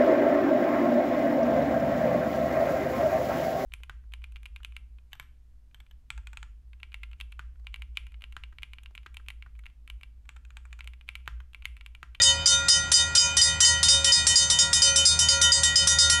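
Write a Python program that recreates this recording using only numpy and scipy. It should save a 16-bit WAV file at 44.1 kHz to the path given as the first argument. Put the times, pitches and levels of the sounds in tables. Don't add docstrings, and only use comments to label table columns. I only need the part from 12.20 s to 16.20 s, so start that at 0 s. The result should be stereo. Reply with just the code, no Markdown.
import sys
import numpy as np
from scipy import signal
from scipy.fft import rfft, irfft
from scipy.io import wavfile
from scipy.ndimage import uniform_filter1d, minimum_filter1d

SR = 44100
rng = np.random.default_rng(int(sys.argv[2]) if len(sys.argv) > 2 else 0)


def unload_wav(signal):
    wavfile.write(
        sys.argv[1],
        SR,
        np.round(np.clip(np.atleast_2d(signal).T, -1, 1) * 32767).astype(np.int16),
    )


N = 176400


def amp(db):
    return 10 ** (np.asarray(db) / 20)


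def unit(x):
    return x / np.sqrt(np.mean(x ** 2) + 1e-20)


def read(points, hz):
    f, value = np.transpose(points)
    return np.interp(np.log(hz + 1), np.log(f + 1), value)


def add(mix, start_s, sound):
    at = round(start_s * SR)
    sound = sound[:, max(-at, 0):]
    part = mix[:, max(at, 0):][:, :sound.shape[1]]
    part += sound[:, :part.shape[1]]


def noise(spectrum, likeness, size):
    hz = np.fft.rfftfreq(size, 1 / SR)
    left, other = rfft(rng.standard_normal((2, size)))
    shared = np.clip(read(likeness, hz), -1, 1)
    right = shared * left + np.sqrt(1 - shared ** 2) * other
    return unit(irfft(np.array([left, right]) * amp(read(spectrum, hz)), size))


def wander(rate_hz):
    hz = np.fft.rfftfreq(N, 1 / SR)
    return unit(irfft(rfft(rng.standard_normal(N)) / (1 + (hz / rate_hz) ** 4), N))


def ringing_metal(blows, tones, rings, level_db):
    fade_in_s = 0.0019
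    body_below_hz = 3300
    out = np.zeros((2, N))
    scatter_db = 3 * rng.standard_normal((len(blows), len(rings)))
    for k, ((hz, pan_db), (db, fade_s, twin, offset_hz)) in enumerate(zip(tones, rings)):
        t = np.arange(int(fade_s * SR)) / SR
        pair = np.sin(2 * np.pi * hz * t) - twin * np.sin(2 * np.pi * (hz + offset_hz) * t)
        envelope = np.minimum(t / fade_in_s, 1) * amp(db - 60 * t / fade_s)
        ring = (-1) ** k * envelope * pair
        tone = np.zeros((1, N))
        for (start_s, strength_db, _, body_db), chance_db in zip(blows, scatter_db[:, k]):
            blow_db = strength_db + body_db * (hz < body_below_hz) + chance_db
            add(tone, start_s, ring[None] * amp(blow_db))
        out += tone * amp([[pan_db / 2], [-pan_db / 2]])
    return out * amp(level_db)


def clapper(blows, spectrum, level_db, fade_s, pan_db, likeness):
    bounce_s, bounce_db = 0.004, -3.5
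    out = np.zeros((2, N))
    t = np.arange(8192) / SR
    for start_s, strength_db, clack_db, _ in blows:
        for delay_s, contact_db in ((0, 0), (bounce_s, bounce_db)):
            burst = noise(spectrum, [(1, likeness), (SR, likeness)], size=len(t))
            envelope = amp(level_db + strength_db + clack_db + contact_db - 60 * t / fade_s)
            add(out, start_s + delay_s, burst * envelope)
    return out * amp([[pan_db / 2], [-pan_db / 2]])


def slow_bell():
    # t/s, strength/dB, clack/dB, body/dB (how fully the low tones ring)
    blows = [(-0.46, -4, 0, 0), (-0.22, 4, 0, 0), (0.017, 1, 0.5, -4.5), (0.258, -0.5, 3, 1.1),
             (0.499, -2, -3, -1.5), (0.739, -0.5, -8, -2), (0.978, -2, 4, -2), (1.214, -1, 2, 0.5),
             (1.447, -1.5, 2, -3.2), (1.684, -0.5, 4.5, -2), (1.92, -0.5, -0.5, -1.5),
             (2.156, -0.5, 0, -4.5), (2.387, -4, -1, 3), (2.619, -1.5, 2, 3.4), (2.853, 0, 0, -10),
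             (3.086, -3.5, 2, 6), (3.319, -3, 3, 3.5), (3.557, -3.5, 0, 4.5), (3.786, -1, -0.5, 0)]
    # f/Hz, left minus right/dB
    tones = [(549, 1), (954, 2), (1410, 0), (1904, 0), (1974, 3), (2452, 2), (3039, -1), (3148, 2),
             (3575, 9), (3673, 2), (4339, 4), (4542, 1), (4624, 0), (4689, 3), (4879, 1), (4950, 2),
             (5075, 2), (5542, 3), (5612, 3), (5665, 4), (5849, 1), (6066, 3), (6141, 2), (6375, 8),
             (6647, 4), (6799, 7), (7500, 4), (7588, 4), (7740, 5), (8429, 6), (8689, 2), (8745, 3),
             (9110, 4), (9166, 2), (9379, 2), (9713, 0), (10383, 4), (10523, 5)]
    # level/dB, time to fade by 60 decibels/s, twin's share/0-1, twin's offset/Hz
    rings = [(-39, 1.53, 0.03, 1), (-38, 0.82, 0.28, 3.74), (-24.5, 1.11, 0.52, 1.64),
             (-35.5, 1.54, 0.85, 1.66), (-40.5, 0.88, 0.2, 9), (-36, 1.22, 1, 1.3),
             (-19.5, 0.35, 0.25, 6.7), (-18.5, 0.055, 0, 4.9), (-15.5, 0.14, 0.6, 2.9), (-16, 0.39, 0.4, 7),
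             (-20, 0.32, 0.17, 8.2), (-35, 0.76, 0, 13), (-34, 0.15, 0.5, 6), (-31, 0.11, 0.8, 6),
             (0, 0.11, 0.15, 18), (-32, 0.72, 0.36, 18), (-8.5, 0.19, 0.02, 4.2), (-18, 0.19, 1, 18),
             (-41, 0.13, 1, 6), (-27, 0.15, 0.3, 6), (-13, 0.21, 0.03, 6.5), (-15, 0.15, 0, 6),
             (-21.5, 0.58, 0.45, 5.4), (-35, 0.22, 0.2, 6), (-13.5, 0.29, 0, 13.5), (-17, 0.15, 0.8, 18),
             (-8.5, 0.19, 0.29, 14), (-31, 0.7, 0, 5.7), (-24, 0.26, 0.8, 9.8), (-23.5, 0.15, 0, 18),
             (-16, 0.28, 0.1, 17), (-23.5, 0.15, 0.8, 17), (-24, 0.13, 0.1, 6), (-40, 0.15, 0.6, 6),
             (-17, 0.21, 0.2, 17.5), (-34, 0.28, 0.7, 6.6), (-25, 0.14, 0, 6), (-38, 0.29, 0.5, 13)]
    # f/Hz, relative level/dB
    clack = [(200, -53), (1200, -12), (2300, -8), (3500, -9), (4200, -10), (4850, 14), (5800, -12),
             (7200, -6), (9200, -9), (11000, -31)]
    metal = ringing_metal(blows, tones, rings, level_db=0)
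    return metal + clapper(blows, clack, level_db=-13.5, fade_s=0.083, pan_db=5, likeness=0.92)


def fast_bell():
    # t/s, strength/dB, clack/dB, body/dB
    blows = [(-.2, 13, 0, -3), (.033, -3, -1, 0), (.272, -5.5, -5, -7), (.484, -4, -2.5, 1.5),
             (.717, -4.5, 0.5, 0), (.951, -4.5, -1, 5.5), (1.1685, -6, -3.5, 1.5), (1.4045, 0, 0.5, 1.5),
             (1.63, -5.5, 2, -4), (1.8445, -5, 3, 3), (2.068, -2, -0.5, -0.5), (2.3005, -7, 0, 0.5),
             (2.53, -4, 0, -0.5), (2.759, -3.5, -6.5, -3), (2.99, -4, -2.5, -1), (3.2145, -4.5, -2, 4.5),
             (3.433, -5.5, -3, -1.5), (3.672, 0, -1, -8), (3.898, -5, 1, 1)]
    # f/Hz, left minus right/dB
    tones = [(549, -1), (954, 2), (1410, 0), (1904, -2), (2452, 0), (3035, -2), (3593, 0), (3666, -2),
             (4332, -1), (4568, -1), (4853, 0), (4903, 0), (5070, -2), (5313, 2), (5508, 1), (5612, 0),
             (5848, 1), (6045, 1), (6652, 1), (6818, 0), (6861, 3), (7232, 1), (7520, 0), (7578, 0),
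             (7745, 0), (8027, 1), (8432, 0), (8644, 0), (8712, 0), (8807, 0), (9067, -1), (9399, -1),
             (9921, 0), (10282, 1), (10386, 0), (10433, -2), (10794, -2)]
    # level/dB, time to fade by 60 decibels/s, twin's share/0-1, twin's offset/Hz
    rings = [(-40.5, 0.5, 0, 5.6), (-43, 1.4, 1, 5.1), (-33, 0.79, 0, 3), (-25.5, 1.08, 0.25, 4.33),
             (-33.5, 1.13, 0.37, 3.2), (-18, 0.46, 0.79, 8.13), (-28, 0.11, 0, 4.1), (-18, 0.49, 0, 8.8),
             (-22.5, 0.38, 0, 7), (-39, 0.16, 0.5, 6), (-27, 0.42, 0.3, 13), (-26.5, 0.27, 0, 6.5),
             (-14.5, 0.14, 0.1, 5.3), (-29, 0.21, 0.8, 6), (-14, 0.12, 0, 4.5), (-25, 0.092, 0.2, 4.1),
             (-13.5, 0.21, 0, 2), (-18, 0.23, 0.04, 2.4), (-14.5, 0.35, 0.33, 7.8), (-29, 0.087, 0, 6),
             (-36, 0.62, 0.6, 6), (-15, 0.13, 0.1, 8.8), (-12.5, 0.19, 0.18, 12.5),
             (-33.5, 0.59, 0.04, 10.6), (-43, 0.16, 0.9, 4.5), (-18, 0.18, 0.3, 6), (-14, 0.1, 0, 6),
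             (-24, 0.19, 0.5, 6), (-20, 0.062, 0.06, 4.2), (-20.5, 0.17, 0, 4.3), (-40, 0.24, 0.3, 6),
             (-19.5, 0.24, 0, 4.4), (-21, 0.095, 0, 6), (-33, 0.16, 0.1, 6), (-26.5, 0.17, 0.2, 12),
             (-32, 0.32, 0.2, 6.6), (-29, 0.23, 0, 6.5)]
    # f/Hz, relative level/dB
    clack = [(200, -46), (1200, -6), (2300, -10.5), (3300, 0.5), (4200, 2.5), (5600, 6), (7000, -7.5),
             (8500, -3.5), (10600, -6.5), (12000, -54)]
    metal = ringing_metal(blows, tones, rings, level_db=0.5)
    return metal + clapper(blows, clack, level_db=-8.5, fade_s=0.043, pan_db=1.5, likeness=1.0)


def echoes(sound, level_db, fade_s):
    t = np.arange(SR // 2) / SR
    bounces = rng.standard_normal((2, len(t))) * amp(-60 * t / fade_s)
    bounces *= rng.random((2, len(t))) < 0.04
    bounces /= np.linalg.norm(bounces, axis=1, keepdims=True)
    return amp(level_db) * signal.fftconvolve(sound, bounces, axes=1)[:, :N]


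def engine(level_db, waver_db, waver_hz, phase_jitter):
    # t/s, firing rate/Hz, relative level/dB
    drone = [(0.0, 80.5, -40), (0.08, 79.62, -40.5), (0.47, 79.33, -41.5), (0.49, 78.8, -42.5),
             (1.83, 79.3, -37.5), (1.94, 79.4, -44), (1.98, 79.9, -40.5), (3.9, 78.88, -37),
             (4.0, 77.4, -39)]
    # multiple of the firing rate, relative level/dB
    harmonics = [(1, 1), (2, -11.5)]
    times, firing_hz, drone_db = np.transpose(drone)
    t = np.arange(N) / SR
    phase = 2 * np.pi * np.cumsum(np.interp(t, times, firing_hz)) / SR
    phase += phase_jitter * wander(waver_hz)
    hum = sum(amp(db + waver_db * wander(waver_hz)) * np.sin(k * phase) for k, db in harmonics)
    return unit(hum) * amp(level_db + np.interp(t, times, drone_db))


def outdoor_rumble(level_db):
    # f/Hz, relative level/dB
    spectrum = [(20, -15), (45, -2), (75, -1.5), (120, 0), (200, -7.5), (300, -12), (450, -16), (800, -9),
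                (1200, -12.5), (2200, -15.5), (4000, -21), (11000, -37)]
    # f/Hz, likeness/0-1
    likeness = [(30, .85), (70, 0.83), (140, 0.58), (300, 0.7), (800, 0.32), (5000, 0)]
    return amp(level_db) * noise(spectrum, likeness, size=N)


def scene():
    bells = slow_bell() + fast_bell()
    mix = bells + echoes(bells, level_db=-13.5, fade_s=0.19)
    mix += engine(level_db=2.5, waver_db=1.5, waver_hz=3.8, phase_jitter=0.099)
    return mix + outdoor_rumble(level_db=-40.5)


def record(dry):
    limit_db, share_removed = -16, 0.82
    sense_samples, duck_samples = int(0.004 * SR), int(0.0019 * SR)
    hold_fall_db_per_s, ceiling, cutoff_hz = 216, 0.46, 11100
    power = uniform_filter1d((dry ** 2).mean(0), sense_samples)
    fall_db = np.arange(N) * hold_fall_db_per_s / SR
    held_db = np.maximum.accumulate(10 * np.log10(abs(power) + 1e-12) + fall_db) - fall_db
    duck_db = np.minimum(limit_db - held_db, 0)
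    duck_db = uniform_filter1d(minimum_filter1d(duck_db, duck_samples), duck_samples)
    limited = dry * amp(share_removed * duck_db)
    limited /= (1 + (limited / ceiling) ** 4) ** (1 / 4)
    low_pass = signal.firwin(121, cutoff_hz, window=("kaiser", 3), fs=SR)
    return signal.oaconvolve(limited, low_pass[None], "same")


dry = scene()
out = record(dry)
unload_wav(out)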